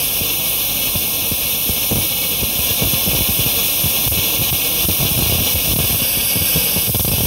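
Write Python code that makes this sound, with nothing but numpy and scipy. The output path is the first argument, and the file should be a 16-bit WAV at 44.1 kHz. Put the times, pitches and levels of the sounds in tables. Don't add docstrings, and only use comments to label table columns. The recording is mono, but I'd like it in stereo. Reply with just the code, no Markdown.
import sys
import numpy as np
from scipy import signal
from scipy.fft import rfft, irfft
from scipy.io import wavfile
from scipy.ndimage import uniform_filter1d, map_coordinates

SR = 44100
rng = np.random.default_rng(int(sys.argv[2]) if len(sys.argv) > 2 else 0)


def output_pcm(signal):
    pcm = np.clip(np.atleast_2d(signal).T, -1, 1) * 32767
    wavfile.write(sys.argv[1], SR, np.round(pcm).astype(np.int16))


N = 320166
TIME = np.arange(N) / SR
FREQ = np.maximum(np.arange(N // 2 + 1) * SR / N, 1)

# (multiple of its speed, mean level [dB rms])
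HUM_TONES = [(1, -42.5), (2, -45), (3, -45.5)]
HUM_HZ = 48.5
# (centre [Hz], width before a lower limit [Hz], left [dB], right [dB])
JET_PEAKS_AND_DIPS = [(388, 103, -9.5, -7), (612, 78, -3, -7.5), (1084, 99, 4.5, 5), (1749, 102, -7.5, 1),
                      (1980, 120, -7, -12.5), (2235, 170, 5.5, 3.5), (2404, 100, -7, -1.5),
                      (2543, 88, 4.5, 2.5), (3186, 78, -8.5, -6.5), (3450, 150, 1.5, 5.5),
                      (3943, 210, -6.5, -15), (4070, 150, 6, 6.5), (4840, 190, 4.5, -6),
                      (5180, 100, -9.5, -6), (5350, 110, 8.5, 6.5), (5506, 100, -12.5, -11),
                      (5646, 110, 7.5, 6.5), (6530, 110, -7.5, -14), (6640, 140, 5, 3.5),
                      (6885, 173, -9.5, -8), (7020, 130, 6, 8.5), (7380, 260, -26, -35),
                      (9200, 380, -11.5, 5.5)]
# (time [s], mean first notch [Hz], echo's share of the direct sound [0-1])
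GROUND_PATH = [(0, 1490, .85), (.4, 1522, .88), (5, 1508, .86), (5.95, 1486, .82), (6.04, 1434, .72),
               (6.8, 1440, .72), (7.0, 1482, .76)]
NOTCH_WAVER, NOTCH_WAVER_RATE = .005, 14
# (frequency [Hz], correlation [0-1], phase by which left leads [rad])
STEREO_LIKENESS = [(99, 0.92, 0), (616, 0.98, 0.57), (870, 0.64, 0), (1190, 0.86, -0.9), (1500, 0, -1.5),
                   (1710, 0.85, -3), (1835, 1, -3), (2110, 1, -3), (2276, 0.6, -2), (3000, 0.86, -1.3),
                   (3500, 0.52, -1.25), (4670, 0.45, -2), (5000, 0.56, -3.5), (6520, 0.2, -4),
                   (7220, 0.87, -6), (7000, 1, -1), (7670, 1, 3), (7930, 1, -6), (8570, 0.9, -6),
                   (9200, 0, -5), (10800, 0.5, -6), (13200, 0.3, -5), (14300, 1, -8.5)]
# (frequency [Hz], left [dB per Hz], right [dB per Hz])
HISS_SPECTRUM = [(300.0, -67, -67), (1410, -68, -68.5), (2580, -72.5, -68.5), (4700, -58, -74.5),
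                 (5730, -65, -74), (7530, -65, -64), (8250, -65.5, -67.5), (9830, -62.5, -62),
                 (10260, -56, -57.5), (11100, -63, -51.5), (12400, -68, -55), (13400, -55, -50),
                 (14900, -75, -57), (16200, -63, -51.5)]
HISS_LOW_HZ = 1500
# (frequency [Hz], left [dB per Hz], right [dB per Hz])
ROAR_SPECTRUM = [(99, -62.5, -62), (308, -60, -62.5), (547, -57.5, -61.5), (930, -63.5, -76),
                 (1290, -60, -74), (1680, -51, -65.5), (2044, -63.5, -61), (3040, -58, -59),
                 (3690, -56.5, -65.5), (4460, -52, -64.5), (5690, -63.5, -65), (8000, -59.5, -56.5)]
# (start [s], end [s], full depth of the dip in the roar [dB])
FLAME_BLOWOUTS = [(4.082, 4.118, 22), (4.504, 4.527, 15), (4.856, 4.886, 16), (5.736, 5.759, 16),
                  (5.766, 5.787, 12), (6.878, 6.946, 13), (6.96, 6.994, 15), (7.009, 7.047, 17),
                  (7.055, 7.078, 16), (7.095, 7.115, 10)]
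BLOWOUT_FADE_S = .006
# (time [s], base strength [dB], how long it chokes beforehand [s])
FLAME_POPS = [(.2121, -20, 0.0041), (.9546, -15, 0.0044), (1.3166, -17, 0.0031), (1.6932, -17, 0.0041),
              (1.9141, -10, 0.0019), (1.9232, -14, 0.0028), (1.9297, -18, 0.00079), (1.9575, -21, 0.016),
              (1.9657, -18, 0.0037), (1.9851, -17.5, .004), (2.4289, -17.5, 0.011), (2.4343, -19, 0.0053),
              (2.5911, -18, 0), (2.7059, -18, 0.00049), (2.8212, -13, 0), (2.8298, -17, 0),
              (2.8486, -15, 0.0026), (2.8718, -20, 0), (2.9351, -17, 0), (3.064, -19, 0),
              (3.0737, -15, 0.0011), (3.0842, -18, .004), (3.1339, -18, 0.0063), (3.1491, -18, 0.0073),
              (3.1885, -21, 0.0034), (3.2083, -16, 0), (3.2912, -15, .004), (3.3934, -17.5, 0.0069),
              (3.4632, -19, 0.0073), (3.8388, -17, 0), (3.8577, -17, 0.013), (4.0768, -19.5, 0.016),
              (4.1191, -18, 0.0097), (4.1737, -20.5, .011), (4.1845, -21, 0.0049), (4.3953, -23, 0.0086),
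              (4.4135, -19.5, 0.0086), (4.4193, -23, 0), (4.5278, -19, 0.016), (4.8441, -17.5, 0.0032),
              (4.8869, -16, 0.0057), (4.8972, -18, 0.0016), (4.9088, -22, 0.0013), (5.0032, -15, 0.0075),
              (5.0245, -20, 0.007), (5.0309, -17, 0), (5.0515, -18, 0), (5.113, -19, 0.0043),
              (5.1758, -19, 0.018), (5.1907, -14, .007), (5.1993, -23, 0.0061), (5.2234, -14, 0.0052),
              (5.2619, -18, 0), (5.2966, -19, 0.0094), (5.3244, -12, 0), (5.3497, -17, 0),
              (5.3853, -14, 0.0039), (5.4046, -22, 0), (5.4209, -21, 0.012), (5.5554, -15, 0.012),
              (5.676, -22, 0.0069), (5.6897, -18, 0.0037), (5.7119, -20, 0.004), (5.734, -19, .004),
              (5.7604, -18.5, 0), (5.7884, -14, 0), (5.8015, -16, .004), (5.8442, -17.5, 0.0086),
              (5.8994, -18, 0.002), (5.9262, -21, 0), (5.9447, -18, 0.013), (6.0194, -22, 0.0052),
              (6.1731, -26, 0.0037), (6.3575, -18, 0), (6.3692, -21, .004), (6.4168, -19, .013),
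              (6.56, -16, .007), (6.5709, -16, 0), (6.7623, -18, 0), (6.7729, -20, 0.0047),
              (6.8768, -21, 0), (6.8944, -15, 0), (6.9465, -13, 0), (6.9554, -16, 0.0021), (6.9959, -14, 0),
              (7.0064, -21, 0), (7.0484, -19, 0.0063), (7.0793, -14, 0.0011), (7.094, -23, 0.0032),
              (7.1157, -16, 0.00088), (7.1364, -17, .004), (7.1827, -18, .007), (7.2068, -16, 0.0049),
              (7.2345, -22, 0.017), (7.2532, -17, 0.014)]
POP_SAG_DB, POP_SAG_S = 4.5, 0.0032
SPIKE_DB, SPIKE_S, SPIKE_UNDERSHOOT = 9.5, .0006, .27
SPIKE_CEILING, POP_CEILING = .38, .18
THUMP_DB, THUMP_DECAY_S = 7.5, .0105
THUMP_RISE_HZ, THUMP_SETTLE_S, THUMP_SPREAD = 109, 0.0069, 1.64
VALVE_TURN_S, VALVE_TAKES_S = 2.37, 0.64
HISS_DB, HISS_GAIN_DB = -1.03, 1
ROAR_DB, ROAR_GAIN_DB = -1.5, 2
SHRILL_DB = -27
FALTER_S, ROAR_SAG_DB_PER_S, SHRILL_SAG_DB_PER_S = 6.8, 0.5, 32
TOP_HZ = 15700


def amp(db):
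    return 10 ** (np.asarray(db) / 20)


def colour(table):
    hz, *columns = np.transpose(table)
    return np.array([np.interp(np.log(FREQ), np.log(hz), column) for column in columns])


def filtered(x, hz, kind, order=2):
    return signal.sosfilt(signal.butter(order, hz, kind, fs=SR, output="sos"), x)


def level_off(x, ceiling, order=4):
    return x / (1 + (x / ceiling) ** order) ** (1 / order)


def walk(rate):
    hold = int(SR / rate)
    steps = np.repeat(rng.standard_normal(N // hold + 1), hold)
    return 1.49 * uniform_filter1d(uniform_filter1d(steps, hold), hold)[:N]


def shimmer(x, depth=0.15, rate=9, shortest_s=.002, longest_s=.011, count=6):
    copies = 0
    for lag_s in rng.uniform(shortest_s, longest_s, count):
        copies = copies + depth * walk(rate) * np.roll(x, int(lag_s * SR), axis=1)
    return x + copies


def turbulence(density_db):
    alike, phase = colour(STEREO_LIKENESS)
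    alike = np.clip(alike, 0, 1)
    shared, own = rfft(rng.standard_normal((2, N)))
    left = (alike * shared + np.sqrt(1 - alike ** 2) * own) * np.exp(1j * phase)
    return irfft(np.array([left, shared]) * amp(density_db) * np.sqrt(SR / 2), N)


def machine_hum(wander_db=1, wander_rate=3.3):
    hum = 0
    for multiple, db in HUM_TONES:
        level = np.sqrt(2) * amp(db + wander_db * walk(wander_rate))
        hum = hum + level * np.sin(2 * np.pi * (multiple * HUM_HZ * TIME + rng.random()))
    return hum


def ground_echo(x):
    s, hz, share = np.transpose(GROUND_PATH)
    notch_hz = np.interp(TIME, s, hz) * (1 + NOTCH_WAVER * walk(NOTCH_WAVER_RATE))
    place = np.arange(N) - SR / (2 * notch_hz)
    echo = np.array([map_coordinates(side, [place], order=5, mode="nearest") for side in x])
    return x + np.interp(TIME, s, share) * echo


def jet_colour(narrowest_hz=100):
    total_db = 0
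    for hz, width, *peak_db in JET_PEAKS_AND_DIPS:
        bell = 1 / (1 + (2 * (FREQ - hz) / max(width, narrowest_hz)) ** 2)
        total_db = total_db + np.outer(peak_db, bell)
    return total_db


def nozzle_shrill(centre_hz=14650, width_hz=650, right_db=-2):
    band = turbulence(-((FREQ - centre_hz) / width_hz) ** 2 * 4)
    return band / np.std(band) * amp([[0], [right_db]])


def gas_hiss(waver_db=0.35, waver_rate=22):
    hiss = filtered(turbulence(colour(HISS_SPECTRUM) + jet_colour()), HISS_LOW_HZ, "high")
    return hiss * amp(waver_db * walk(waver_rate))


def flame_roar(pops, flutter_db=1.04, flutter_rate=45, top_hz=6600):
    density_db = colour(ROAR_SPECTRUM) + jet_colour()
    apart = np.minimum(FREQ / 450, 1) ** 2
    density_db = apart * density_db + (1 - apart) * density_db.mean(axis=0)
    sags = [(s - choke_s - POP_SAG_S, s, POP_SAG_DB) for s, db, choke_s in pops]
    dip_db = np.zeros(N)
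    for start, end, depth in list(FLAME_BLOWOUTS) + sags:
        fade = np.interp(TIME, [start, start + BLOWOUT_FADE_S], [0, 1])
        dip_db += depth * fade * (TIME < end)
    roar = shimmer(filtered(turbulence(density_db), top_hz, "low", order=6))
    return roar * amp(flutter_db * walk(flutter_rate) - dip_db)


def flame_pops(pops, thump_hz=58, thump_lag_s=0.00052, choke_hz=105, choke_db=2,
               puff_db=-3, puff_low_hz=135, puff_high_hz=270, puff_rise_s=0.0021, puff_decay_s=0.0058,
               body_top_hz=900, crackle_s=0.00452, crackle_share=0.21, crack_db=-2.0, shade_hz=600,
               rasp_db=-10, rasp_low_hz=450, rasp_high_hz=650, count=2):
    t = np.arange(-SR // 20, SR // 10) / SR
    after = np.maximum(t - thump_lag_s, 0)
    spike = np.exp(-(2 * t / SPIKE_S) ** 2) - SPIKE_UNDERSHOOT * np.exp(-(t / SPIKE_S - 1) ** 2)
    slide = THUMP_RISE_HZ * THUMP_SETTLE_S * (1 - np.exp(-after / THUMP_SETTLE_S))
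    cycles = thump_hz * after + slide
    spikes, thumps, swell = np.zeros((3, N + len(t)))
    draws = rng.random((len(pops), 1 + count))
    for (s, db, choke_s), (pitch, *gaps) in zip(pops, draws):
        start = int((s + t[0]) * SR)
        at = slice(start, start + len(t))
        lags_s = np.r_[0, np.cumsum(np.add(gaps, .5)) * crackle_s]
        for k, lag_s in enumerate(lags_s):
            share = crackle_share ** np.sqrt(k)
            spikes[at] += amp(db + SPIKE_DB) * share * np.roll(spike, int(lag_s * SR))
        swing = np.sin(2 * np.pi * cycles * THUMP_SPREAD ** (pitch - .5))
        thump = -amp(db + THUMP_DB) * swing * np.exp(-after / THUMP_DECAY_S)
        choke = -amp(db + choke_db) * np.sin(2 * np.pi * choke_hz * (t + choke_s))
        before = np.where(t > -choke_s, choke, thumps[at])
        thumps[at] = np.where(t >= 0, thump, before)
        swell[at] += amp(db) * np.exp(np.minimum(t, 0) / puff_rise_s - after / puff_decay_s)
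    puff = filtered(rng.standard_normal(N), [puff_low_hz, puff_high_hz], "band")
    rasp = filtered(rng.standard_normal(N), [rasp_low_hz, rasp_high_hz], "band")
    puffs = swell[:N] * amp(puff_db) * puff / np.std(puff)
    rasps = swell[:N] * amp(rasp_db) * rasp / np.std(rasp)
    body = level_off(thumps[:N] + puffs, POP_CEILING)
    crack = level_off(spikes[:N] + rasps, SPIKE_CEILING) * amp(crack_db)
    shaded = filtered(crack, shade_hz, "low", order=1)
    return np.array([crack, shaded]) + filtered(body, body_top_hz, "low")


def scene():
    valve = np.clip((TIME - VALVE_TURN_S) / VALVE_TAKES_S, 0, 1)
    faltering = np.maximum(TIME - FALTER_S, 0)
    hiss = shimmer(gas_hiss()) * amp(HISS_DB + HISS_GAIN_DB * valve)
    roar_db = ROAR_DB + ROAR_GAIN_DB * valve - ROAR_SAG_DB_PER_S * faltering
    roar = flame_roar(FLAME_POPS) * amp(roar_db)
    shrill = nozzle_shrill() * valve * amp(SHRILL_DB - SHRILL_SAG_DB_PER_S * faltering)
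    return machine_hum() + ground_echo(hiss + roar + shrill) + flame_pops(FLAME_POPS)


def record(dry):
    sound = filtered(dry, 39.0, "high", order=4)
    sound = level_off(sound, .72, order=12)
    return signal.sosfilt(signal.ellip(12, .1, 80, TOP_HZ, fs=SR, output="sos"), sound)


dry = scene()
out = record(dry)
output_pcm(out)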